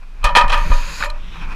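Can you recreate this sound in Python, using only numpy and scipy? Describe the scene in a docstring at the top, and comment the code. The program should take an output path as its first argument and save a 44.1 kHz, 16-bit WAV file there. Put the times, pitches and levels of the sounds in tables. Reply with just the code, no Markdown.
"""Clothing rustles faintly on a swaying body-worn microphone, in quiet outdoor air.
A hand tool knocks and chatters against an aluminium ladder close by, ringing its modes; the hardest
knock overloads the microphone, which thumps when jolted. Something slides along the rail with a
friction hiss and ends in a few clacks and a tick. Fabric swishes as the wearer turns."""
import sys
import numpy as np
from scipy import signal
from scipy.fft import rfft, irfft
from scipy.io import wavfile

SR = 44100
rng = np.random.default_rng(int(sys.argv[2]) if len(sys.argv) > 2 else 0)


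def store_pcm(level_fs):
    """Save levels as 16-bit WAV."""
    pcm = np.round(np.clip(level_fs, -1, 1) * 32767).astype(np.int16)
    wavfile.write(sys.argv[1], SR, np.atleast_2d(pcm).T)


N = 68355
CONTACT_RISE_S = 0.00077


def amp(db):
    """Decibels to gain."""
    return 10 ** (np.asarray(db) / 20)


def unit_rms(x):
    """Scales to an rms of one."""
    return x / np.sqrt(np.mean(x ** 2) + 1e-20)


def at_hz(table, hz):
    """Interpolates a table on a log-frequency axis."""
    table_hz, value = np.transpose(table)
    return np.interp(np.log(hz + 1), np.log(table_hz + 1), value)


def envelope(table, column=1):
    """A dB curve over time as a gain per sample."""
    rows = np.array(table)
    return amp(np.interp(np.arange(N) / SR, rows[:, 0], rows[:, column]))


def attack(t, rise_s):
    """Exponential rise from zero to one."""
    return 1 - np.exp(-t / rise_s)


def colour(x, spectrum):
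    """Filters x by a dB spectrum; unit rms out."""
    gain = amp(at_hz(spectrum, np.fft.rfftfreq(len(x), 1 / SR)))
    return unit_rms(irfft(rfft(x) * gain, len(x)))


def add(mix, start_s, sound):
    """Mixes a sound in at start_s."""
    part = mix[max(round(start_s * SR), 0):][:len(sound)]
    part += sound[:len(part)]


def slips(per_s, spread_db):
    """Friction: tiny random impulses of uneven size."""
    impulses = rng.standard_normal(N) * (rng.random(N) < per_s / SR)
    return impulses * amp(spread_db * np.minimum(rng.exponential(1, N), 4))


def ring(t, modes, tilt_db_oct=0, partials=4, split=0.007, scatter_db=-0.5):
    """Decaying modes, each split into close beating partials that vary with the point of contact."""
    hz, db, t60_s = np.transpose(modes)[:, :, None]
    size, detune, phase = rng.standard_normal((3, partials, len(modes), 1))
    waves = amp(scatter_db * size) * np.sin(2 * np.pi * (hz * (1 + split * detune) * t + phase))
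    gain = amp(db + tilt_db_oct * np.log2(hz / hz.mean()))
    decay = np.exp(-np.log(1000) * t / t60_s)
    return (gain * decay * waves.sum(0)).sum(0) / np.sqrt(partials)


def resonate(x, hz, width_hz):
    """A resonance that follows the curve hz."""
    carrier = np.exp(2j * np.pi * np.cumsum(hz) / SR)
    pole = np.exp(-np.pi * width_hz / SR)
    return 2 * (carrier * signal.lfilter([1 - pole], [1, -pole], x / carrier)).real


# rustle envelope: t/s, level/dB
RUSTLE_LEVEL = [(0, -69), (.03, -45.5), (.06, -61.5), (.19, -52), (.235, -43), (1.1, -42), (1.19, -46.5),
                (1.3, -50), (1.36, -38.5), (1.39, -41.5), (1.43, -33.5), (1.47, -40), (1.52, -32),
                (1.55, -37)]
# cloth spectrum: f/Hz, level/dB
CLOTH_SPECTRUM = [(150, -7), (280, 0), (400, -10), (620, -8), (950, 5), (1250, 2.5), (1600, 0.5),
                  (2100, -8), (2500, 7), (2850, -12.5), (3700, -17), (5600, -19.5), (8500, -33.5),
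                  (9900, -30), (11000, -50)]
def rustle():
    """Cloth fibres brush past the microphone housing."""
    return envelope(RUSTLE_LEVEL) * colour(slips(per_s=11000, spread_db=-0.6), CLOTH_SPECTRUM)


# microphone movement: t/s, sway level/dB, rubbing level/dB
HANDLING_LEVELS = [(0, -30, -55), (.18, -30.5, -47.5), (.26, -11, -38), (.36, -23, -30), (.47, -10, -34.5),
                   (.6, -13.5, -37.5), (.68, -16, -22.5), (.78, -24.5, -40.5), (.88, -25, -40),
                   (.97, -33, -38), (1.05, -23, -42), (1.14, -20, -42.5), (1.25, -25.5, -39),
                   (1.37, -33, -35), (1.45, -20, -37), (1.55, -24, -34)]
# rubbing spectrum: f/Hz, level/dB
RUBBING_SPECTRUM = [(20, -20), (45, 14), (70, 2), (110, -5), (160, 0), (260, -13.5), (450, -21),
                    (1500, -48)]
def handling(sway_hz=21.51, wander_depth=0.203, wander_hz=22.7):
    """The microphone sways on its mount at a wandering rate and rubs with a low rumble."""
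    lowpass = np.exp(-(np.fft.rfftfreq(N, 1 / SR) / wander_hz) ** 2)
    wander = unit_rms(irfft(rfft(rng.standard_normal(N)) * lowpass, N))
    hz = sway_hz * np.exp(wander_depth * wander)
    sway = unit_rms(np.sin(2 * np.pi * np.cumsum(hz) / SR))
    rubbing = colour(rng.standard_normal(N), RUBBING_SPECTRUM)
    return envelope(HANDLING_LEVELS) * sway + envelope(HANDLING_LEVELS, column=2) * rubbing


# background spectrum: f/Hz, level/dB
AIR_SPECTRUM = [(30, 16), (150, 4), (400, 0.5), (1000, 1.5), (2500, -2.5), (4500, -8.5), (8000, -18),
                (12000, -21.5), (15000, -38)]
def outdoor_air(level_db=-51.5):
    """Steady, bass-heavy background noise."""
    return amp(level_db) * colour(rng.standard_normal(N), AIR_SPECTRUM)


# dense weak modes of ladder and tool: f/Hz, level/dB
CLATTER_SPECTRUM = [(100, -13.5), (300, -20), (420, -21), (580, -0.5), (720, -10.5), (950, 6.5), (1090, 0),
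                    (1230, 1.5), (1480, -6), (1800, 1.5), (2150, -14), (2480, 7), (2780, -9.5),
                    (3200, -0.5), (3550, -10), (4200, -10.5), (6000, -20.5), (8500, -26.5), (10000, -27.5),
                    (11000, -38), (15000, -44)]
# their decay: f/Hz, t60/s
CLATTER_DECAY = [(200, 0.11), (1000, 0.32), (2500, 0.13), (5000, 0.16), (9000, 0.11), (15000, 0.1)]
def clatter(t, tilt_db_oct, crack_db=2.5, crack_s=0.0054):
    """Densely packed modes start with a crack at contact; the midrange rings longest."""
    spectrum = [(hz, db + tilt_db_oct * np.log2(hz)) for hz, db in CLATTER_SPECTRUM]
    noise = colour(rng.standard_normal(len(t)), spectrum)
    hz, age_s, bins = signal.stft(noise, SR, nperseg=256)
    decay = np.exp(-np.log(1000) * age_s / at_hz(CLATTER_DECAY, hz)[:, None])
    tail = signal.istft(bins * decay, SR, nperseg=256)[1][:len(t)]
    return tail * (1 + amp(crack_db) * np.exp(-t / crack_s)) / 2


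# tool contacts: t/s, ring level/dB, clatter level/dB, clatter tilt/(dB/oct)
TOOL_KNOCKS = [(0.23, -30.5, -51, -18), (0.2414, -17.5, -16, 8), (0.2449, -24, -12, -3),
               (.253, -25.5, -12.5, -2.5), (.264, -24, -37, 0), (0.29, -25, -20.5, -3.5),
               (.351, -7, -9, -1), (.356, -11.5, -10.5, 3), (0.3622, -11, -5.5, -2), (.369, -12, -4, 1.4),
               (.383, -22, -9.5, 0.2), (.410, -21, -13.5, -1), (.479, -26.5, -26, 2.5),
               (.496, -48, -19.5, 1), (0.5, -21, -17.5, -0.5), (0.519, -26, -14.5, -0.5),
               (.526, -24.5, -13.5, 0), (.533, -23.5, -16, 0), (0.5408, -20.5, -14.5, -1),
               (.575, -23.5, -31, 6), (.715, -23, -17, -6.5), (1.005, -30, -25, -6.5),
               (1.037, -31, -26.5, -6.5), (1.058, -33.5, -33.5, -9), (1.083, -35.5, -40, -4)]
# strong ladder modes: f/Hz, level/dB, t60/s
LADDER_MODES = [(490, -15, 0.17), (568.4, -16.5, 0.53), (600, -17.5, 0.57), (776, -17, 0.31),
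                (920, -5, 0.24), (968, -2, 0.33), (1202.6, -3.5, 0.34), (1220.3, 0, 0.23),
                (1258, -11.5, 0.32), (1752, -10, 0.25), (1811, -11.5, 0.37), (1917, -23, 0.66),
                (2154, -25, 0.51), (2402, -15.5, 0.28), (2472, -7, 0.24), (3043, -11.5, 0.19),
                (3234, -16.5, 0.13), (4080, -14.5, 0.086)]
def knocks(ring_rise_s=0.00049):
    """Each contact of the tool sets the ladder ringing and clattering."""
    out, t = np.zeros(N), np.arange(SR // 2) / SR
    for start_s, ring_db, clatter_db, tilt_db_oct in TOOL_KNOCKS:
        add(out, start_s, amp(ring_db) * ring(t, LADDER_MODES) * attack(t, ring_rise_s))
        add(out, start_s, amp(clatter_db) * clatter(t, tilt_db_oct) * attack(t, CONTACT_RISE_S))
    return out


# microphone jolts: t/s, swing level/dB, thud level/dB
JOLTS = [(0.245, -5.5, -38), (0.441, -14, -17), (0.668, -13, -25), (0.702, 0, -17)]
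# housing thud spectrum: f/Hz, level/dB
THUD_SPECTRUM = [(30, 9), (130, 2), (300, -14), (550, -12), (1500, -8), (6000, -47)]
def thumps(start_hz=62.5, end_hz=19.8, sag_s=0.013, swing_decay_s=0.073, thud_decay_s=0.0097):
    """A jolt swings the microphone at a falling pitch and draws a dull thud from its housing."""
    out, t = np.zeros(N), np.arange(SR) / SR
    hz = end_hz + (start_hz - end_hz) * np.exp(-t / sag_s)
    swing_shape = attack(t, rise_s=0.0096) * np.exp(-t / swing_decay_s)
    swing = np.sin(2 * np.pi * np.cumsum(hz) / SR) * swing_shape
    thud_shape = attack(t, CONTACT_RISE_S) * np.exp(-t / thud_decay_s)
    for start_s, swing_db, thud_db in JOLTS:
        thud = colour(rng.standard_normal(SR), THUD_SPECTRUM) * thud_shape
        add(out, start_s, amp(swing_db) * swing + amp(thud_db) * thud)
    return out


# pressure on the rail: t/s, level/dB
SLIDE_PRESSURE = [(.46, -110), (.53, -23.5), (.62, -32.5), (.69, -36), (.73, -34), (.80, -34.5),
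                  (.88, -34.5), (.98, -37), (1.01, -29.5), (1.06, -31), (1.09, -59), (1.14, -83)]
# ladder body spectrum: f/Hz, level/dB
BODY_SPECTRUM = [(200, -14.5), (430, -11.5), (580, -1.5), (720, -30), (950, 4), (1250, 0), (1500, 1),
                 (1800, 1), (2150, -4.5), (2480, 5), (2900, -6), (3300, -7), (4000, -28), (15000, -34)]
# hiss envelope: t/s, level/dB
HISS_LEVEL = [(.47, -81), (.50, -52), (.60, -42.5), (.69, -42), (.74, -36.5), (.84, -40), (.93, -36.5),
              (1.02, -36), (1.065, -41), (1.09, -59), (1.13, -71)]
# hiss resonances: f/Hz, half-width per stage/Hz, level/dB
HISS_RESONANCES = [(4000, 330, 6), (4730, 530, 5.5), (6860, 510, 4), (9970, 360, -5.5), (12400, 770, -13)]
def slide(slips_per_s=26000, spread_db=0.6, bed_db=-24, glide_per_s=0.19, in_tune_at_s=0.99):
    """Friction along the rail drives the ladder's body and slowly rising, hissing resonances."""
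    glide = np.exp(glide_per_s * (np.arange(N) / SR - in_tune_at_s))
    friction = slips(slips_per_s, spread_db)
    hiss = amp(bed_db) * friction
    for hz, half_width_hz, db in HISS_RESONANCES:
        band = resonate(slips(slips_per_s, spread_db), hz * glide, 2 * half_width_hz)
        hiss += amp(db) * resonate(band, hz * glide, 2 * half_width_hz)
    body = colour(friction, BODY_SPECTRUM)
    return envelope(SLIDE_PRESSURE) * body + envelope(HISS_LEVEL) * unit_rms(hiss)


# clacks: t/s, ring level/dB, crack level/dB, tilt/(dB/oct)
END_CLACKS = [(1.004, -22, -38, -2), (1.0252, -13.5, -29, -1), (1.0365, -14, -23, 1.5),
              (1.0445, -23, -26.5, 9), (1.0585, -19.5, -32, -1.5), (1.0995, -35, -29.5, 6)]
# modes of the clacking parts: f/Hz, level/dB, t60/s
PART_MODES = [(577, -13, 0.29), (609, -18.5, 0.32), (1300, -8, 0.018), (1460, 5, 0.013),
              (1800, -0.5, 0.018), (2300, 0.5, 0.015), (3836, -6.5, 0.032), (4220, -5, 0.018)]
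def clacks(rise_s=0.00066, crack_decay_s=0.011):
    """Small hard parts tap together and ring briefly as the slide runs out."""
    out, t = np.zeros(N), np.arange(SR // 2) / SR
    for start_s, ring_db, crack_db, tilt_db_oct in END_CLACKS:
        crack = amp(crack_db) * clatter(t, tilt_db_oct) * np.exp(-t / crack_decay_s)
        ringing = amp(ring_db) * ring(t, PART_MODES, tilt_db_oct)
        add(out, start_s, (ringing + crack) * attack(t, rise_s))
    return out


# tick modes: f/Hz, level/dB, t60/s
TICK_RING = [(2520, -11, 0.022), (4100, 8.5, 0.017), (4620, -2, 0.013)]
def tick(start_s=1.102, gain_db=-26.5):
    """A last light contact, thinner and higher than the clacks."""
    out, t = np.zeros(N), np.arange(SR // 2) / SR
    add(out, start_s, amp(gain_db) * ring(t, TICK_RING) * attack(t, CONTACT_RISE_S))
    return out


# swish envelope: t/s, level/dB
SWISH_LEVEL = [(1.1, -78), (1.16, -55.5), (1.24, -47), (1.34, -43.5), (1.44, -45.5), (1.5, -67),
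               (1.55, -79)]
# swish spectrum: f/Hz, level/dB
SWISH_SPECTRUM = [(1000, -14), (2800, -0.5), (3200, 0), (3850, -3), (4500, -21), (5500, -12), (7000, -24),
                  (15000, -52)]
def swish():
    """Fabric swishes as the wearer turns, higher and softer than the rustle."""
    return envelope(SWISH_LEVEL) * colour(rng.standard_normal(N), SWISH_SPECTRUM)


def scene():
    """All sources summed to mono."""
    air = outdoor_air()
    ladder = knocks() + clacks() + tick() + slide()
    wearer = rustle() + swish() + handling() + thumps()
    return (air + ladder + wearer)[None]


def record(dry, knee=30, cutoff_hz=15400):
    """Overload at full scale, then a low-pass."""
    clipped = dry / (1 + abs(dry) ** knee) ** (1 / knee)
    lowpass = signal.firwin(255, cutoff_hz, window=("kaiser", 8), fs=SR)
    return signal.oaconvolve(clipped, lowpass[None], "same")


dry = scene()
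out = record(dry)
store_pcm(out)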